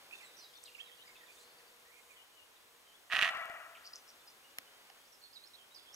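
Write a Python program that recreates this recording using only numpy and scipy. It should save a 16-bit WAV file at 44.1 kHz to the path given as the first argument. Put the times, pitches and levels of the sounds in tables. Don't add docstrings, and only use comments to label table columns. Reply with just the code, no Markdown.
import sys
import numpy as np
from scipy import signal
from scipy.fft import rfft, irfft
from scipy.io import wavfile
from scipy.ndimage import uniform_filter1d

SR = 44100
rng = np.random.default_rng(int(sys.argv[2]) if len(sys.argv) > 2 else 0)


def how_loud(loudness_db):
    steps = np.asarray(loudness_db, float) / 20
    return 10 ** steps


def file_out(sig):
    cols = np.atleast_2d(sig).T
    lim = np.clip(cols, -1, 1)
    pcm = np.round(lim * 32767).astype(np.int16)
    wavfile.write(sys.argv[1], SR, pcm)


N = 262395

# (time [s], peak level [dB], dullness corner [Hz])
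TICKS = [
    (4.5847, -37, 19600),
    (4.5854, -23, 26300),
    (4.5865, -35.5, 2550),
    (4.587, -32.5, 2480),
    (4.5883, -49, 1500),
    (5.015, -50, 12000),
    (5.945, -40.5, 9000),
]


def rms_one(x):
    return x / np.sqrt(np.mean(x ** 2) + 1e-20)


def in_time(rows, outside=None):
    s, *columns = np.transpose(rows)
    t = np.arange(N) / SR
    return [np.interp(t, s, c, outside, outside) for c in columns]


def at_hz(points, hz, column=1):
    points = np.array(points)
    return np.interp(np.log(hz + 1), np.log(points[:, 0]), points[:, column])


def drift(rate_hz):
    r = np.exp(-2 * np.pi * rate_hz / SR)
    noise = rng.standard_normal(N + SR)
    return rms_one(signal.lfilter([1], [1, -2 * r, r * r], noise)[SR:])


def resonate(x, hz, width_hz):
    r = np.exp(-np.pi * width_hz / SR)
    zeros = [(1 - r * r) / 2, 0, (r * r - 1) / 2]
    poles = [1, -2 * r * np.cos(2 * np.pi * hz / SR), r * r]
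    return signal.lfilter(zeros, poles, x + 1e-18)


def highpass(x, order, hz):
    return signal.lfilter(*signal.butter(order, hz, "high", fs=SR), x)


def bandpass(x, low_hz, high_hz):
    return signal.sosfilt(signal.butter(2, [low_hz, high_hz], "band", fs=SR, output="sos"), x)


def coloured(spectrum):
    white = rfft(rng.standard_normal(N))
    gain = how_loud(at_hz(spectrum, np.linspace(0, SR / 2, len(white))))
    return rms_one(irfft(white * gain, N))


def place(x, pan_db, side):
    lag_samples = 7
    left = np.roll(x, int(lag_samples * max(side, 0))) * how_loud(pan_db / 2)
    right = np.roll(x, int(lag_samples * max(-side, 0))) * how_loud(-pan_db / 2)
    return np.array([left, right])


def impulses(rows):
    out = np.zeros(N)
    for s, db in rows:
        out[round(s * SR)] = how_loud(db)
    return out


def air():
    # (time [s], level from the left [dB], level from the right [dB])
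    air_level = [(0, -68, -63), (.4, -69.5, -65.5), (.6, -69, -74.5), (1.5, -67, -68), (2.2, -74.5, -70.5),
                 (3, -77, -69), (4, -70, -67.5), (4.9, -70.5, -66), (5.2, -73.5, -74), (5.95, -69.5, -66.5)]
    # (frequency [Hz], density [dB/Hz])
    air_colour = [(25, -37), (54, -31.5), (198, -15), (435, -5.5), (1370, -5.5), (4300, -9), (6000, -17),
                  (13200, -100)]
    # (frequency [Hz], density [dB/Hz])
    wind_colour = [(15, -60), (35, -7), (70, 14), (160, -4), (300, -16), (600, -90)]
    # (frequency [Hz], density [dB/Hz])
    hiss_colour = [(2060, -5.5), (3500, -1.5), (4100, -13), (5860, 0), (8150, -0.5), (15100, -3.5),
                   (16000, -7)]
    # (time [s], level [dB])
    hiss_drift = [(0, 3.5), (2.15, 1.7), (2.3, 0.7), (3, 1.1), (3.4, 2.5), (4, 2.5), (5.95, 1)]
    wind_db, hiss_db, hiss_side_db = -90, -69, -12.5

    left_db, right_db = in_time(air_level)
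    left = place(coloured(air_colour) * how_loud(left_db + drift(23)), 5.2, -1.37)
    right = place(coloured(air_colour) * how_loud(right_db + drift(0.52)), -0.78, 0.83)
    diffuse = how_loud(-67) * np.array([coloured(air_colour), coloured(air_colour)])
    wind = np.array([how_loud(wind_db + drift(4.9)) * coloured(wind_colour) for port in range(2)])
    mid, side = coloured(hiss_colour), coloured(hiss_colour)
    hiss = how_loud(hiss_db + in_time(hiss_drift)[0]) * (mid + how_loud(hiss_side_db) * side * [[1], [-1]])
    return left + right + diffuse + wind + hiss


def hum():
    # (time [s], lower level [dB], upper level [dB])
    hum_level = [(.35, -100, -97), (.6, -77, -93), (.85, -77, -80), (2.15, -78, -79.5), (2.3, -88, -82),
                 (2.75, -80, -82), (2.95, -92, -78)]
    start_hz, sag_hz_per_s, upper_hz, upper_width_hz = 494, 7, 1026, 33
    low_db, high_db = in_time(hum_level, outside=-120)
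    hz = start_hz - sag_hz_per_s * np.arange(N) / SR
    phase = 2 * np.pi * np.cumsum(hz * (1 + .004 * drift(14))) / SR
    low = np.sin(phase) * how_loud(low_db + 2.5 * drift(22))
    high = rms_one(resonate(rng.standard_normal(N), upper_hz, upper_width_hz))
    return place(np.sqrt(2) * low + high * how_loud(high_db), 1.0, 0)


def rasps():
    # (time [s], length [s], low edge [Hz], high edge [Hz], level [dB])
    bursts = [
        (0.093, 0.17, 4300, 9500, -68.5),
        (0.705, .15, 6200, 7400, -75.5),
        (1.027, 0.17, 6500, 7300, -76),
        (1.304, 0.16, 6000, 9400, -67),
        (1.924, 0.28, 6100, 9300, -72.5),
    ]
    out, t = np.zeros(N), np.arange(N) / SR
    noise = rng.standard_normal(N) * how_loud(1.7 * drift(30))
    for s, length, low_hz, high_hz, db in bursts:
        u = (t - s) / length * 2 - 1
        out += how_loud(db) * rms_one(bandpass(noise, low_hz, high_hz)) * np.sqrt((1 - u ** 2).clip(0))
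    return place(out, -4.5, 0)


def glides(rows, done_halfway=.56):
    return [(s, length, a, a + done_halfway * (b - a), b, db) for s, length, a, b, db in rows]


def pips(rows):
    return [(s, length, hz, hz, hz, db) for s, length, hz, db in rows]


def dips(rows):
    start_ratio, end_ratio = 1 + 0.115, 1 + 0.063
    return [(s, length, hz * start_ratio, hz, hz * end_ratio, db) for s, length, hz, db in rows]


def birds(notes, warble, warble_hz, flutter_db, ring_db, ring_s):
    out, wobble, flutter = np.zeros(N), drift(warble_hz), drift(warble_hz)
    for s, length, start_hz, mid_hz, end_hz, db in notes:
        at = np.arange(round(s * SR), min(round((s + length) * SR), N))
        u = (at / SR - s) / length * 2 - 1
        hz = mid_hz + (end_hz - start_hz) / 2 * u + ((end_hz + start_hz) / 2 - mid_hz) * u ** 2
        tone = np.sin(2 * np.pi * np.cumsum(hz * (1 + warble * wobble[at])) / SR)
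        swell = (1 - u ** 2).clip(0) ** 0.19
        out[at] += np.sqrt(2) * how_loud(db + flutter_db * flutter[at]) * swell * tone
    t = np.arange(SR // 2) / SR
    leaves = rng.standard_normal(len(t)) * how_loud(-60 * t / ring_s)
    return out + how_loud(ring_db) * signal.fftconvolve(out, leaves / np.linalg.norm(leaves))[:N]


def left_bird():
    # (time [s], length [s], start [Hz], end [Hz], level [dB])
    slides = [(.141, 0.027, 3380, 3950, -58.5), (.334, 0.027, 3420, 4030, -64),
              (.535, 0.027, 3380, 3630, -61), (.562, 0.034, 3660, 3560, -60),
              (.538, 0.0091, 4470, 5560, -63), (.655, 0.013, 5120, 4150, -57.5),
              (.765, 0.018, 4900, 5000, -68), (.981, 0.052, 2950, 3070, -64),
              (1.055, 0.012, 5400, 4800, -68), (1.07, .014, 4900, 4700, -63),
              (2.938, 0.02, 3480, 3420, -67), (3.77, 0.015, 2110, 1900, -61)]
    # (time [s], length [s], lowest pitch [Hz], level [dB])
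    dipping = [
        (2.162, 0.075, 2930, -65),
        (2.372, 0.075, 2780, -67),
    ]
    return place(birds(glides(slides) + dips(dipping), 0.017, 110, 2.3, -3.0, .55), 6.4, -0.86)


def birds_ahead():
    # (time [s], length [s], start [Hz], end [Hz], level [dB])
    slides = [(.222, .01, 5300, 4400, -70), (.23, 0.06, 4300, 3690, -66), (2.872, 0.054, 3200, 3040, -69.5),
              (.379, 0.0215, 4770, 5300, -61.5), (.398, 0.052, 5240, 4680, -61),
              (.398, 0.071, 4460, 3760, -63.5), (.246, .03, 8400, 7900, -66), (.49, 0.035, 3400, 3140, -72),
              (.55, 0.03, 4670, 4130, -68), (.632, 0.0072, 6640, 5000, -60),
              (.843, 0.067, 4000, 3480, -67.5), (1.154, 0.014, 2760, 2440, -59),
              (1.262, 0.023, 3810, 3430, -65.5), (1.385, .07, 4000, 4280, -71),
              (2.56, 0.024, 3770, 3400, -70), (3.622, 0.016, 2870, 2700, -66),
              (5.708, 0.037, 3660, 4020, -68.5), (5.928, 0.013, 5420, 5570, -59),
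              (.288, .06, 3720, 3560, -74)]
    # (time [s], length [s], pitch [Hz], level [dB])
    level_notes = [(.133, .01, 4400, -66), (.179, 0.022, 3560, -64), (.226, .029, 7600, -73),
                   (.969, 0.01, 4700, -68), (.979, 0.019, 4100, -71), (1.165, 0.019, 3530, -65.5),
                   (1.193, 0.0048, 3460, -65), (1.208, 0.014, 3240, -68), (1.322, .017, 4640, -70),
                   (1.37, .026, 3600, -66.5), (1.581, .0093, 4650, -65), (1.593, 0.014, 1870, -69.5),
                   (1.669, 0.021, 4660, -72.5), (2.32, 0.04, 2950, -73), (1.965, .05, 2150, -72),
                   (2.852, 0.022, 3130, -73), (4.195, 0.032, 3550, -70.5), (4.44, 0.056, 2874, -69.5),
                   (4.665, 0.019, 3010, -71), (4.73, 0.034, 3090, -72), (4.99, 0.06, 3240, -77)]
    return place(birds(glides(slides) + pips(level_notes), 0.015, 170, 2.2, -4, 0.5), -3.1, 0)


def right_bird():
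    # (time [s], length [s], start [Hz], end [Hz], level [dB])
    slides = [(.11, 0.0074, 2460, 2460, -56), (.124, .028, 2580, 2710, -53.5),
              (.161, .014, 6300, 5740, -75), (.568, 0.012, 5980, 5590, -68.5),
              (.6392, 0.00069, 8200, 7800, -47.5), (.748, 0.013, 2900, 2450, -54),
              (.78, 0.014, 2010, 2550, -58), (.788, 0.013, 2440, 2860, -54),
              (.802, 0.013, 2960, 3370, -51.5), (.366, 0.0098, 5000, 6000, -62),
              (.873, 0.034, 2410, 1770, -66), (.905, 0.047, 3060, 3430, -65),
              (1.195, 0.057, 2010, 1810, -65.5), (1.85, 0.1, 1800, 2210, -70),
              (1.919, 0.085, 2286, 2470, -69.5), (2.09, 0.057, 2540, 2200, -66),
              (5.328, 0.015, 4620, 5270, -62), (5.344, 0.0091, 5180, 4640, -62),
              (3.845, 0.018, 2580, 3050, -68), (5.045, 0.045, 4470, 5730, -74),
              (5.457, .008, 4750, 5050, -64), (5.468, .01, 5100, 5400, -65), (5.12, 0.04, 5780, 5000, -68),
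              (5.235, 0.034, 4340, 4200, -56.5), (5.745, 0.011, 5800, 4470, -59.5),
              (5.76, 0.013, 5400, 4320, -58), (5.772, 0.012, 5000, 4230, -62)]
    # (time [s], length [s], start [Hz], end [Hz], level [dB])
    hooks = [
        (.203, .012, 2950, 2300, -59),
        (.213, 0.042, 2242, 1993, -61.5),
        (5.352, 0.029, 4600, 3754, -57),
    ]
    # (time [s], length [s], pitch [Hz], level [dB])
    level_notes = [(.791, 0.054, 1830, -72), (.815, 0.021, 3240, -63), (1.011, 0.03, 3780, -63.5),
                   (1.035, 0.011, 1800, -67), (1.05, 0.0094, 1980, -64), (1.074, 0.012, 2210, -60.5),
                   (1.092, 0.014, 2170, -60), (1.28, 0.046, 2430, -65), (2.15, 0.055, 2030, -73),
                   (5.249, 0.023, 3530, -67), (.377, .034, 5900, -61), (5.437, 0.016, 4210, -59.5),
                   (5.784, 0.013, 3440, -59)]
    # (time [s], length [s], lowest pitch [Hz], level [dB])
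    dipping = [
        (5.565, 0.081, 3076, -66),
    ]
    notes = glides(slides) + glides(hooks, done_halfway=0.79) + pips(level_notes) + dips(dipping)
    return place(birds(notes, 0.02, 190, 3.2, -5, 0.5), -9.0, 1.0)


def sparrow():
    # (time [s], length [s], top [Hz], level [dB])
    upstrokes = [(3.835, 0.017, 5300, -67), (3.852, 0.0146, 5900, -64), (3.951, 0.0079, 6210, -55.5),
                 (4.288, 0.0097, 6000, -65)]
    # (time [s], length [s], top [Hz], level [dB])
    downstrokes = [(3.864, .014, 6130, -54), (3.874, 0.0083, 5680, -60), (3.958, 0.0089, 6480, -57),
                   (4.1, .007, 5770, -64), (4.301, 0.0084, 6060, -62)]
    # (time [s], length [s], pitch [Hz], level [dB])
    level_notes = [(3.845, 0.018, 4640, -60), (3.9315, 0.007, 4900, -50.5), (4.077, 0.012, 5350, -65),
                   (4.088, 0.011, 5650, -63), (4.196, 0.006, 5200, -72), (4.275, 0.015, 4990, -59.5)]
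    low_hz = 4464
    up = [(s, length, low_hz, hz, db) for s, length, hz, db in upstrokes]
    down = [(s, length, hz, low_hz, db) for s, length, hz, db in downstrokes]
    return place(birds(glides(up + down) + pips(level_notes), 0.025, 490, 4.8, -6.5, 0.2), 1.3, -1)


def buzzes():
    # (time [s], length [s], start [Hz], end [Hz], level [dB])
    ahead = [(.65, .01, 4200, 4130, -61), (.658, 0.0115, 4050, 3700, -62.5),
             (.671, 0.0288, 3250, 2550, -59), (0.78, .03, 6300, 4500, -76), (3.747, .025, 3150, 2800, -64),
             (3.749, .016, 2750, 2250, -62), (3.77, .006, 4000, 2000, -63), (1.4, 0.12, 4700, 4500, -76),
             (1.15, .04, 3300, 3500, -72), (5.938, .014, 5500, 6100, -55)]
    # (time [s], length [s], start [Hz], end [Hz], level [dB])
    right = [
        (5.215, 0.027, 4400, 4300, -64),
        (5.533, 0.031, 4030, 3940, -59),
        (5.852, 0.078, 3240, 3350, -65),
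    ]
    ahead_sound = place(birds(glides(ahead), 0.0434, 390, 4.9, -3.5, .55), -3.2, 0)
    return ahead_sound + place(birds(glides(right), .035, 270, 3.4, -14, 0.3), -8.0, 1)


def ticks():
    # (frequency [Hz], level [dB], t60 [s])
    body_modes = [(288, -28, 0.14), (1280, -10, 0.034), (2030, 1.5, 0.0063), (2700, -12, 0.0037),
                  (3330, -3.5, 0.012), (4160, -1, 0.017), (5300, 20.5, 0.0046), (7150, 15, 0.0065),
                  (9750, 29, 0.0014), (12800, 19, 0.0045)]
    out, t = np.zeros(N), np.arange(SR // 30) / SR
    for s, db, dull_hz in TICKS:
        tick = 0
        for hz, mode_db, t60 in body_modes:
            decay = how_loud(mode_db - 60 * t / t60 - 5.3 * (hz / dull_hz) ** 2)
            tick = tick + decay * np.sin(2 * np.pi * hz * t)
        piece = out[round(s * SR):][:len(t)]
        piece += how_loud(db) * tick[:len(piece)] / np.abs(tick).max()
    return highpass(out, 2, 220)


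def settles():
    # (time [s], peak level [dB])
    shifts = [
        (4.5885, -50),
        (4.9002, -44),
        (4.9012, -46),
    ]
    # (frequency [Hz], level [dB], t60 [s])
    strap_modes = [(790, 1, .02), (2150, -3, .007), (2950, 1, .008), (3450, -5, .005), (5100, 1, .007)]
    t = np.arange(SR // 30) / SR
    knock = sum(how_loud(db - 60 * t / t60) * np.sin(2 * np.pi * hz * t) for hz, db, t60 in strap_modes)
    knock = highpass(knock, 2, 500)
    return signal.lfilter(knock / np.abs(knock).max(), [1], impulses(shifts))


def shell(x):
    flex_hz, flex_width_hz, flex_db = 2090, 900, 1
    hard = impulses([(s, db - 7.3 * (4000 / dull_hz) ** 2) for s, db, dull_hz in TICKS])
    unit_peak = resonate(np.eye(1, 40)[0], flex_hz, flex_width_hz).max()
    flex = resonate(hard, flex_hz, flex_width_hz) / unit_peak
    return place(x, -1.6, 0) + how_loud(flex_db) * flex * [[1], [-1]] + how_loud(-8.0) * x * [[-1], [1]]


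def throat(source):
    # (frequency [Hz], width [Hz], level [dB])
    formants = [(690, 85, -9), (1220, 227, -5), (1922, 144, 3), (2820, 184, -5), (4140, 740, -25),
                (6100, 760, -24.5), (9800, 1500, -35), (13700, 830, -46)]
    voiced = 0
    for k, (hz, width_hz, db) in enumerate(formants):
        voiced = voiced + (-1) ** k * how_loud(db) * resonate(source, hz, width_hz)
    return signal.sosfilt(signal.butter(4, 520, "high", fs=SR, output="sos"), voiced)


def slap(rows):
    bite_to_snap = .25
    hardest_db, snap_loss_db_per_db = -15, .1
    snap_hz, snap_width_hz, snap_db, edge_db = 2650, 850, 3, -31
    hard = impulses([(s, db + snap_loss_db_per_db * min(db - hardest_db, 0) + bite_to_snap * bite_db)
                     for s, db, bite_db in rows])
    ring = impulses([(s, db - (1 - bite_to_snap) * bite_db) for s, db, bite_db in rows])
    snap = highpass(resonate(hard, snap_hz, snap_width_hz), 2, 1400)
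    edge = signal.lfilter(*signal.butter(1, [4600, 10000], "band", fs=SR), hard)
    soft = signal.lfilter(*signal.butter(4, 3250, fs=SR), throat(ring) + how_loud(snap_db) * snap)
    return soft + how_loud(edge_db) * edge


def bark():
    # (time [s], level [dB], mouth brightness [dB])
    effort = [
        (3.085, -82, 0),
        (3.099, -41, 0),
        (3.112, -36, 2),
        (3.126, -28.5, 3),
        (3.2, -30.5, 5),
        (3.236, -28.5, 7),
        (3.292, -30.5, 1),
        (3.308, -46, 4),
    ]
    # (time [s], peak level [dB], bite: snap over throat ring [dB])
    slaps = [(3.1005, -38, -6), (3.1073, -35, 5), (3.1113, -30, 0), (3.1174, -26, 4), (3.1231, -20, -1),
             (3.1285, -22, -6), (3.1333, -19.5, -1), (3.1363, -24, -4), (3.1424, -26, 0), (3.1476, -22, -3),
             (3.1527, -19, 2), (3.162, -18, 0), (3.1672, -16.5, 6), (3.1699, -22, 0), (3.1772, -27, -3),
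             (3.185, -23, -1), (3.1902, -16, 2), (3.1938, -22, -8), (3.2031, -26, -5), (3.2097, -24, 5),
             (3.2136, -16.5, 4), (3.2231, -18, 10), (3.2238, -19, 8), (3.2279, -15, 5), (3.2331, -17, 5),
             (3.2374, -24, 0), (3.2432, -27, 0), (3.2469, -17, 5), (3.2524, -20, -1), (3.2565, -22, -9),
             (3.2616, -24, 1), (3.2662, -23, 3), (3.273, -26, 0), (3.2776, -20, 0), (3.2896, -20.5, -4),
             (3.2927, -26, -2)]
    fold_hz, fold_jitter, fold_spread_db, breath_db = 230, .35, 2.5, 6.0
    hoarse_db, closure_db, even_s, even_share = -9, 2.5, .005, .5

    level_db, bright_db = in_time(effort, outside=-120)
    cycles = np.cumsum(fold_hz * (1 + fold_jitter * drift(150)).clip(.2) / SR)
    pulses = np.diff(np.floor(cycles), prepend=0) * how_loud(fold_spread_db * rng.standard_normal(N))
    puffs = signal.lfilter([1], [1, -.994], pulses) * rng.standard_normal(N)
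    roar = rms_one(throat(rms_one(pulses) + how_loud(breath_db) * rms_one(puffs)))
    swell = uniform_filter1d(roar ** 2, size=round(even_s * SR)).clip(1e-6) ** (even_share / 2)
    hoarse = rms_one(roar / swell) * how_loud(level_db + hoarse_db)
    highs = highpass(hoarse, 1, 2300)
    unit_peak = np.abs(slap([(0, 0, 0)])).max()
    return hoarse + (how_loud(bright_db) - 1) * highs - how_loud(closure_db) * slap(slaps) / unit_peak


def direct(x):
    shade_hz, shade_db = 1110, -9.5
    low = signal.lfilter(*signal.butter(1, shade_hz, fs=SR), x)
    return np.array([low + how_loud(shade_db) * (x - low), x])


def grass(x):
    grass_hz, t60_s, level_db, flutter_hz = 3600, .045, -5.0, 250
    t = np.arange(SR // 20) / SR
    blades = rng.standard_normal((2, len(t))) * how_loud(-60 * t / t60_s)
    blades = blades / np.linalg.norm(blades, axis=1, keepdims=True)
    scattered = signal.fftconvolve(highpass(x, 2, grass_hz)[None], blades, axes=1)[:, :N]
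    return how_loud(level_db) * scattered * [drift(flutter_hz), drift(flutter_hz)]


def wood(x):
    # (frequency [Hz], t60 [s], left level [dB], right level [dB])
    wood_bands = [(500, 1.77, 7.5, 3.5), (650, 1.49, 10.5, 8.5), (930, 1.58, 7, 1), (1324, 1.49, 6.5, 0.5),
                  (1640, 1.16, -4, -4), (1970, 1.11, 4.5, -2), (2300, 0.76, 1.5, 1), (2710, 0.62, 2, -2.5),
                  (5000, 0.71, 2, -2), (12000, 0.64, 3, 0)]
    # (delay [s], level [dB])
    wood_depth = [(0, 0), (.4, 1), (.5, -2.0), (2, -1.0)]
    rise_s, sway_s, sway_hz = 0.063, .00022, 28
    size = 2 * SR
    t = np.arange(size) / SR
    shared, own = rng.standard_normal(size), rng.standard_normal((2, size))
    noise = place(shared, 0, -0.75) * 1.02 + own * 0.37
    edges_hz, echo = 420 * 2 ** (np.arange(21) / 4), 0
    for low_hz, high_hz in zip(edges_hz, edges_hz[1:]):
        hz = np.sqrt(low_hz * high_hz)
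        sides = how_loud(np.array([[at_hz(wood_bands, hz, column)] for column in (2, 3)]))
        decay = how_loud(-60 * t / at_hz(wood_bands, hz))
        echo = echo + sides * bandpass(noise, low_hz, high_hz) * decay
    rise = 1 - np.exp(-(t / rise_s) ** 2)
    echo = echo * rise * how_loud(np.interp(t, *np.transpose(wood_depth))) / np.sqrt(SR / 10)
    heard = signal.fftconvolve(x[None], echo, axes=1)[:, :N]
    path = np.arange(N) + sway_s * SR * drift(sway_hz)
    return np.array([np.interp(path, np.arange(N), port) for port in heard])


def scene():
    background = air() + hum() + rasps()
    songbirds = left_bird() + birds_ahead() + right_bird() + sparrow() + buzzes()
    camera = shell(ticks() + settles())
    voice = bark()
    deer = direct(voice) + grass(voice) + wood(voice)
    return background + songbirds + camera + deer


def gain_steps():
    # (beat number [-], thud level [dB], edge level [dB], left over right [dB])
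    steps = [(0, -50.5, -50, -7), (1, -65, -50, -3), (2, -51, -56, -3.5), (3, -65, -47, 14),
             (4, -44, -47, -4.5), (5, -61, -55, -12), (6, -57, -51, 4), (8, -62, -40, 6), (10, -58, -62, 6),
             (11, -61, -46, 13), (13, -65, -44, 5), (15, -68, -35, -4), (17, -56.5, -60, 8),
             (19, -69, -62, 13)]
    clock_start_s, clock_s = 3.1405, .02108
    out, k = np.zeros((2, N)), np.arange(80)
    for beat, thud_db, edge_db, pan_db in steps:
        start = round((clock_start_s + beat * clock_s) * SR)
        click = how_loud(thud_db + 20.5) * 0.84 ** k + how_loud(edge_db) * (k == 0)
        out[:, start:start + 80] += how_loud(np.array([[pan_db / 2], [-pan_db / 2]])) * click
    return out


def roll_off(x):
    return signal.sosfilt(signal.butter(12, 16700, fs=SR, output="sos"), x)


def record(dry):
    top_cut = signal.cheby2(14, 40, 16050, fs=SR, output="sos")
    mix = signal.sosfilt(top_cut, dry + gain_steps())
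    return roll_off(mix)


dry = scene()
out = record(dry)
file_out(out)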